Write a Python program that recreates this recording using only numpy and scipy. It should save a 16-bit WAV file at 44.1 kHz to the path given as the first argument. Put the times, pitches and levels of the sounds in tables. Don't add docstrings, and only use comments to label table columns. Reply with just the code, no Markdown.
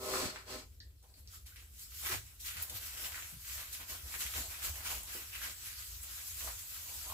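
import sys
import numpy as np
from scipy import signal
from scipy.fft import rfft, irfft, next_fast_len
from scipy.io import wavfile
from scipy.ndimage import uniform_filter1d

SR = 44100
rng = np.random.default_rng(int(sys.argv[2]) if len(sys.argv) > 2 else 0)


def log_audio(samples):
    frames = np.atleast_2d(samples).T
    limited = np.clip(frames, -1, 1)
    pcm = np.round(limited * 32767).astype(np.int16)
    wavfile.write(sys.argv[1], SR, pcm)


N = 314770
PADDED = next_fast_len(N, True)
HZ = np.fft.rfftfreq(PADDED, 1 / SR)
EDGE_HZ = 15600


def amp(db):
    return 10 ** (np.asarray(db) / 20)


def curve_at(points, hz):
    f, value = np.transpose(points)
    return np.interp(np.log(hz + 1), np.log(f + 1), value)


def coloured(x, spectrum, band_hz, resonance=1):
    shaped = rfft(x, PADDED) * resonance * amp(curve_at(spectrum, HZ))
    inside = (HZ > band_hz[0]) & (HZ < band_hz[1])
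    band_rms = irfft(shaped.mean(0) * inside, PADDED)[:N].std()
    return irfft(shaped, PADDED)[:, :N] / band_rms


def add(mix, start, sound):
    part = mix[:, max(round(start * SR), 0):][:, :sound.shape[1]]
    part += sound[:, :part.shape[1]]


# frequency in Hz, correlation.
COHERENCE = [(60, 1), (90, 0.95), (130, 0.69), (250, 0.92), (500, 0.52), (1000, 0.2), (1600, -0.27),
             (3000, 0.098)]
def diffuse(size):
    left, unrelated = rfft(rng.standard_normal((2, size)))
    likeness = np.clip(curve_at(COHERENCE, np.fft.rfftfreq(size, 1 / SR)), -1, 1)
    right = likeness * left + np.sqrt(1 - likeness ** 2) * unrelated
    return irfft(np.array([left, right]), size)


# frequency in Hz, time to decay by 60 dB in seconds.
SHED_T60 = [(100, 0.19), (500, 0.25), (2000, 0.32), (5000, 0.19), (15000, .12)]
def shed(x, wet_db):
    hz, t, noise = signal.stft(diffuse(2 ** 13), SR, nperseg=256)
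    decay = amp(-60 * t / curve_at(SHED_T60, hz)[:, None])
    response = signal.istft(noise * decay, SR, nperseg=256)[1]
    response *= 1 - np.exp(-np.arange(response.shape[1]) / SR / 0.0014)
    response *= amp(wet_db) / np.linalg.norm(response[0])
    response[[0, 1], [5, 0]] += 1
    return signal.oaconvolve(x[None], response, axes=1)


def grains(per_s, spread_db, clump_db, wet_db, spots=5):
    out, slots = np.zeros((2, N)), N // 16
    for spot in range(spots):
        chance, size, offset, sign = rng.random((4, slots))
        breaks = chance < per_s / spots * N / SR / slots
        clumps = uniform_filter1d(rng.standard_normal(slots), size=34)
        size_db = spread_db * np.minimum(-np.log(1 - size), 5) + clump_db * clumps / clumps.std()
        at = ((np.arange(slots) + offset) * (N // slots)).astype(int)
        clicks = np.zeros(N)
        clicks[at] = amp(size_db) * np.sign(sign - .5) * breaks
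        left, right = shed(clicks, wet_db)[:, :N]
        out += [np.roll(left, spot - spots // 2), right]
    return out


def swells(rows, shape):
    t, power = np.arange(0, N, 32) / SR, 0
    for peak, press, release, *db in rows:
        away = abs(t - peak) / np.maximum(np.where(t < peak, press, release), 1e-3)
        power = power + amp(db)[:, None] ** 2 * np.exp(-2 * away ** shape)
    return np.array([np.interp(np.arange(N) / SR, t, np.sqrt(p)) for p in power])


# frequency in Hz, relative level in dB.
BOOM_SPECTRUM = [(15, -59), (33, -12), (45, -9), (56, 2), (68, 0), (88, -2.5), (118, -15), (160, -26),
                 (400, -30.5), (1000, -47), (3000, -62)]
def boom():
    return coloured(diffuse(PADDED), BOOM_SPECTRUM, (30, 130))


def rumble(level_db=-57.5, waver_db=1.4, waver_hz=1.9):
    t = np.arange(N) / SR
    rates = np.geomspace(waver_hz / 2, waver_hz * 2, num=8)
    waver = sum(np.sin(2 * np.pi * (hz * t + rng.random())) for hz in rates) / 2
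    return amp(level_db + waver_db * waver) * boom()


# frequency in Hz, relative level in dB.
GRIT_SPECTRUM = [(500, -2.5), (1300, -0.5), (1900, 0.5), (2500, -1.5), (3700, -1.5), (4350, 4.5),
                 (4800, 0.5), (5400, 1.5), (5750, -2.5), (6500, -0.5), (7300, -5), (7850, 4), (8600, -8.5),
                 (15500, -10)]
BOARD_SPECTRUM = [(70, -28), (220, 0), (500, -4), (750, 1.5), (1200, 1.5), (2000, -33), (4000, -4)]
# frequency in Hz, width in Hz, height over the board spectrum in dB.
FLOOR_MODES = [(252, 12, 13), (386, 15, 24.5), (510, 24, 22), (616, 12.6, 21), (1030, 23, 12),
               (1140, 16, 1), (1291, 9.9, 17), (1310, 14, 11)]
# time of full force, press time and release time
# in seconds, then relative levels of grit and boards in dB.
STROKES = [(0.081, 0.081, 0.042, -47.5, -44), (0.157, 0.079, 0.11, -43.5, -41),
           (0.231, 0.034, 0.093, -45, -53.5), (0.339, 0.064, 0.099, -55, -60),
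           (0.523, 0.047, 0.09, -47, -51.5)]
def scuffs():
    mode_power = sum(amp(db) ** 2 / (1 + (2 * (HZ - hz) / width) ** 2) ** 1.22
                     for hz, width, db in FLOOR_MODES)
    jolts = grains(per_s=3000, spread_db=0.5, clump_db=0.5, wet_db=-3.5)
    boards = coloured(jolts, BOARD_SPECTRUM, (200, 1400), resonance=np.sqrt(1 + mode_power))
    scratches = grains(per_s=7000, spread_db=2.5, clump_db=3.0, wet_db=10.5, spots=2)
    grit = coloured(scratches, GRIT_SPECTRUM, (2000, 15000))
    force, shake = swells(STROKES, shape=2.15)
    fizz = signal.sosfilt(signal.butter(2, 8500, "high", fs=SR, output="sos"), grit)
    dull = signal.sosfilt(signal.butter(2, 8500, fs=SR, output="sos"), grit)
    hiss = dull - fizz * force / force.max()
    return amp(-1.7) * hiss * force + amp(0.65) * boards * shake


def knocks(rows, wet_db):
    out, hz = np.zeros((2, N)), np.fft.rfftfreq(4096, 1 / SR)
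    for start, db, pitch, octaves in rows:
        log_gain = -1.5 * np.log1p((np.log2((hz + 1) / pitch) / octaves) ** 2)
        mirrored = np.concatenate([log_gain, log_gain[-2:0:-1]])
        minimum_phase = np.exp(np.conj(signal.hilbert(mirrored)))
        sound = shed(np.fft.ifft(minimum_phase).real, wet_db)
        add(out, start, sound * amp(db) / abs(sound.mean(0)).max())
    return out


# start in seconds, relative peak in dB, pitch in Hz, width in octaves.
HARD_IMPACTS = [(0.138, -28.5, 1300, 0.57), (0.158, -37, 1100, 0.86), (0.360, -35, 1500, 1),
                (0.368, -48, 1580, 0.91), (0.803, -48, 4500, 0.34), (0.805, -57, 1800, 0.17),
                (1.045, -71, 700, 0.99), (1.140, -59.5, 4460, .15), (1.275, -47.5, 5000, 0.38),
                (1.335, -58, 1270, .15), (1.522, -60, 1470, 0.14), (3.145, -36, 1900, 0.59),
                (3.178, -39.5, 1450, 0.45), (3.224, -38.5, 2340, 0.79), (4.141, -33.5, 1800, 1),
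                (5.417, -37, 1600, 0.46), (6.476, -36.5, 980, 0.94), (7.100, -43, 1010, 0.48),
                (7.122, -40.5, 960, 0.28)]
def taps():
    return knocks(HARD_IMPACTS, wet_db=1.5)


# start in seconds, relative peak in dB, pitch in Hz, width in octaves.
FOOTFALLS = [(0.222, -39, 245, 0.3), (0.232, -42, 109, 0.3), (0.555, -46, 266, 0.33),
             (2.095, -46, 373, 0.17), (2.125, -44, 110, 0.48), (2.255, -58, 93, 0.35),
             (2.56, -45.5, 79.3, 0.5), (2.735, -45, 83, 0.37), (3.325, -49, 124, 0.49),
             (4.245, -43, 64.5, .35), (4.365, -41.5, 70, .35), (4.385, -50.5, 274, 0.4),
             (4.660, -39.5, 74, 0.3), (5.150, -48.5, 350, 0.58), (6.455, -42.5, 62, 0.31)]
def paws():
    return knocks(FOOTFALLS, wet_db=5)


def patchy_grains(patchy_db, **fractures):
    spectra = signal.stft(grains(**fractures), SR, nperseg=256)[2]
    patches = uniform_filter1d(rng.standard_normal(spectra.shape[1:]), size=5, axis=0)
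    patches = uniform_filter1d(patches, size=18, axis=1)
    spectra = spectra * amp(patchy_db * patches / patches.std())
    return signal.istft(spectra, SR, nperseg=256)[1][:, :N]


# frequency in Hz, relative level in dB.
CRACKLE_SPECTRUM = [(600, -54), (1500, -24.5), (3200, -6.5), (4500, -3), (6200, -2), (7800, 3), (8700, -4),
                    (10000, -1), (12000, 3), (15500, 0)]
CRUNCH_SPECTRUM = [(350, -19), (800, -15.5), (1350, -0.5), (2300, 0.5), (3300, -1), (5000, -4.5),
                   (9000, -5)]
PUSH_SPECTRUM = [(90, -10), (190, -2.5), (380, -4.5), (560, -1), (800, 0.5), (1100, 1), (1900, -18)]
# time in seconds, relative level in dB.
STIRRING = [(0.65, -70), (0.95, -74.5), (1.1, -70.0), (1.7, -73), (2.0, -56), (2.38, -64.5), (2.45, -64),
            (3.25, -52), (3.38, -56), (3.5, -53.6), (3.86, -58.4), (4.3, -49), (5.0, -55.5), (5.57, -55),
            (6.3, -50), (6.55, -51.5), (7.14, -48.5)]
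# time of full weight, press time and release time
# in seconds, then relative levels of crackle, crunch and push in dB.
PRESSES = [(1.043, 0.014, 0.068, -76, -81, -73.5), (1.182, 0.019, 0.048, -62, -79.0, -81),
           (1.345, 0.044, 0.06, -56.5, -66, -81), (1.469, 0.0073, 0.1, -58.5, -67.5, -89),
           (1.601, 0.037, 0.09, -62.5, -66.5, -80), (1.826, 0.069, 0.062, -53, -69.5, -86.0),
           (1.998, 0.052, 0.134, -48.5, -69.0, -85), (2.07, 0.041, 0.025, -43.5, -45.5, -59.5),
           (2.136, 0.06, 0.042, -42.5, -47, -54.5), (2.315, 0.117, 0.033, -72.0, -70, -96),
           (2.405, 0.0075, 0.092, -50.5, -79, -79.5), (2.464, 0.018, 0.052, -44, -50.5, -72.0),
           (2.627, 0.097, 0.048, -49, -54, -71), (2.717, 0.087, 0.073, -56, -68, -61),
           (2.774, 0.043, 0.016, -44, -58, -71), (2.869, 0.091, 0.051, -48.5, -55, -69),
           (2.938, 0.085, 0.049, -61.5, -57.5, -70.0), (3.061, 0.089, 0.041, -45, -51, -60),
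           (3.195, 0.13, 0.097, -55, -57.5, -66.5), (3.527, 0.072, 0.1, -47, -56, -86),
           (3.588, 0.057, 0.12, -59, -57.5, -64.5), (3.737, 0.019, 0.06, -45, -57, -78.5),
           (3.813, 0.019, 0.038, -58.5, -54.5, -59), (3.903, 0.021, 0.059, -45, -55, -59.5),
           (3.952, 0.027, 0.061, -60, -58.5, -63.5), (4.16, 0.076, 0.017, -49.0, -55, -59.5),
           (4.22, 0.037, 0.067, -41.5, -51.5, -58.5), (4.34, 0.042, 0.059, -52, -65, -79.5),
           (4.371, 0.028, 0.084, -43, -49.5, -53), (4.53, 0.098, 0.066, -61.0, -54.5, -62),
           (4.648, 0.025, 0.055, -40.5, -46.5, -53.5), (4.784, 0.077, 0.088, -53.5, -59.0, -60.5),
           (4.87, 0.033, 0.034, -47, -48, -55), (4.92, 0.036, 0.08, -43.5, -47, -52.5),
           (5.131, 0.049, 0.12, -48, -53, -61.5), (5.36, 0.057, 0.035, -64.0, -53.5, -71),
           (5.457, 0.066, 0.059, -46.5, -49.5, -65), (5.659, 0.053, 0.078, -49, -54, -76.5),
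           (5.797, 0.028, 0.041, -52.0, -59, -83), (6.034, 0.0093, 0.02, -57, -73, -86.5),
           (6.113, 0.029, 0.13, -51.5, -57.5, -75), (6.284, 0.019, 0.091, -50, -76, -85.0),
           (6.4, 0.032, 0.067, -47, -60.5, -76), (6.484, 0.074, 0.037, -47, -54.5, -58),
           (6.766, 0.084, 0.033, -55, -60, -79.0), (6.926, 0.094, 0.17, -52.5, -62, -71),
           (7.135, 0.12, 0.046, -53, -67, -60)]
def straw():
    thin = patchy_grains(patchy_db=2.05, per_s=4000, spread_db=2.5, clump_db=1.0, wet_db=8, spots=6)
    thick = patchy_grains(patchy_db=1.5, per_s=1500, spread_db=4.5, clump_db=4.0, wet_db=4.5, spots=4)
    packed = patchy_grains(patchy_db=3.0, per_s=900, spread_db=1.0, clump_db=2.8, wet_db=3.5, spots=3)
    crackle = amp(-0.06) * coloured(thin, CRACKLE_SPECTRUM, (5000, 15500))
    crunch = amp(0.37) * coloured(thick, CRUNCH_SPECTRUM, (1100, 3000))
    push = amp(-1.5) * coloured(packed, PUSH_SPECTRUM, (280, 900))
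    stir = amp(np.interp(np.arange(N) / SR, *np.transpose(STIRRING)))
    reach = amp([[0], [-13], [-25.5]])
    on_thin, on_thick, on_packed = np.hypot(swells(PRESSES, shape=1.3), stir * reach)
    return crackle * on_thin + crunch * on_thick + (push + amp(2) * boom()) * on_packed


# start in seconds, relative level in dB, length in seconds,
# lower band edge in Hz.
BREAKS = [(1.027, -68, 0.013, 5000), (1.461, -62, 0.023, 1500), (1.793, -57, 0.03, 3000),
          (2.4, -64, 0.058, 3020), (2.622, -41.5, 0.0062, 10200), (2.626, -40, 0.013, 12200),
          (2.697, -46, 0.015, 3500), (3.725, -52.5, .035, 6000), (3.89, -56.5, 0.035, 3100),
          (4.141, -54, .015, 1190), (4.151, -46, 0.0044, 1500), (4.85, -49, 0.023, 1200),
          (5.033, -45, 0.004, 10000), (6.03, -50, 0.02, 10000)]
def snaps(spread_db=6.0):
    out, t = np.zeros((2, N)), np.arange(SR // 10) / SR
    for start, db, length, low_hz in BREAKS:
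        splinters = rng.standard_normal(len(t)) * amp(spread_db * rng.standard_normal(len(t)))
        splinters *= np.exp(-2 * t / length)
        splinters[0] = 4
        band = signal.butter(2, [low_hz, EDGE_HZ + 1000], "band", fs=SR, output="sos")
        sound = shed(signal.sosfilt(band, splinters), wet_db=-4)
        rms = np.linalg.norm(sound.mean(0)) / np.sqrt(length * SR)
        add(out, start, sound * amp(db) / rms)
    return out


def scene():
    mix = straw() + scuffs() + snaps() + taps() + paws() + rumble()
    return mix * amp([[.3], [-.3]])


def record(dry):
    lowpass = signal.firwin(511, EDGE_HZ, window=("kaiser", 9), fs=SR)
    return signal.oaconvolve(dry, lowpass[None], "same")


dry = scene()
out = record(dry)
log_audio(out)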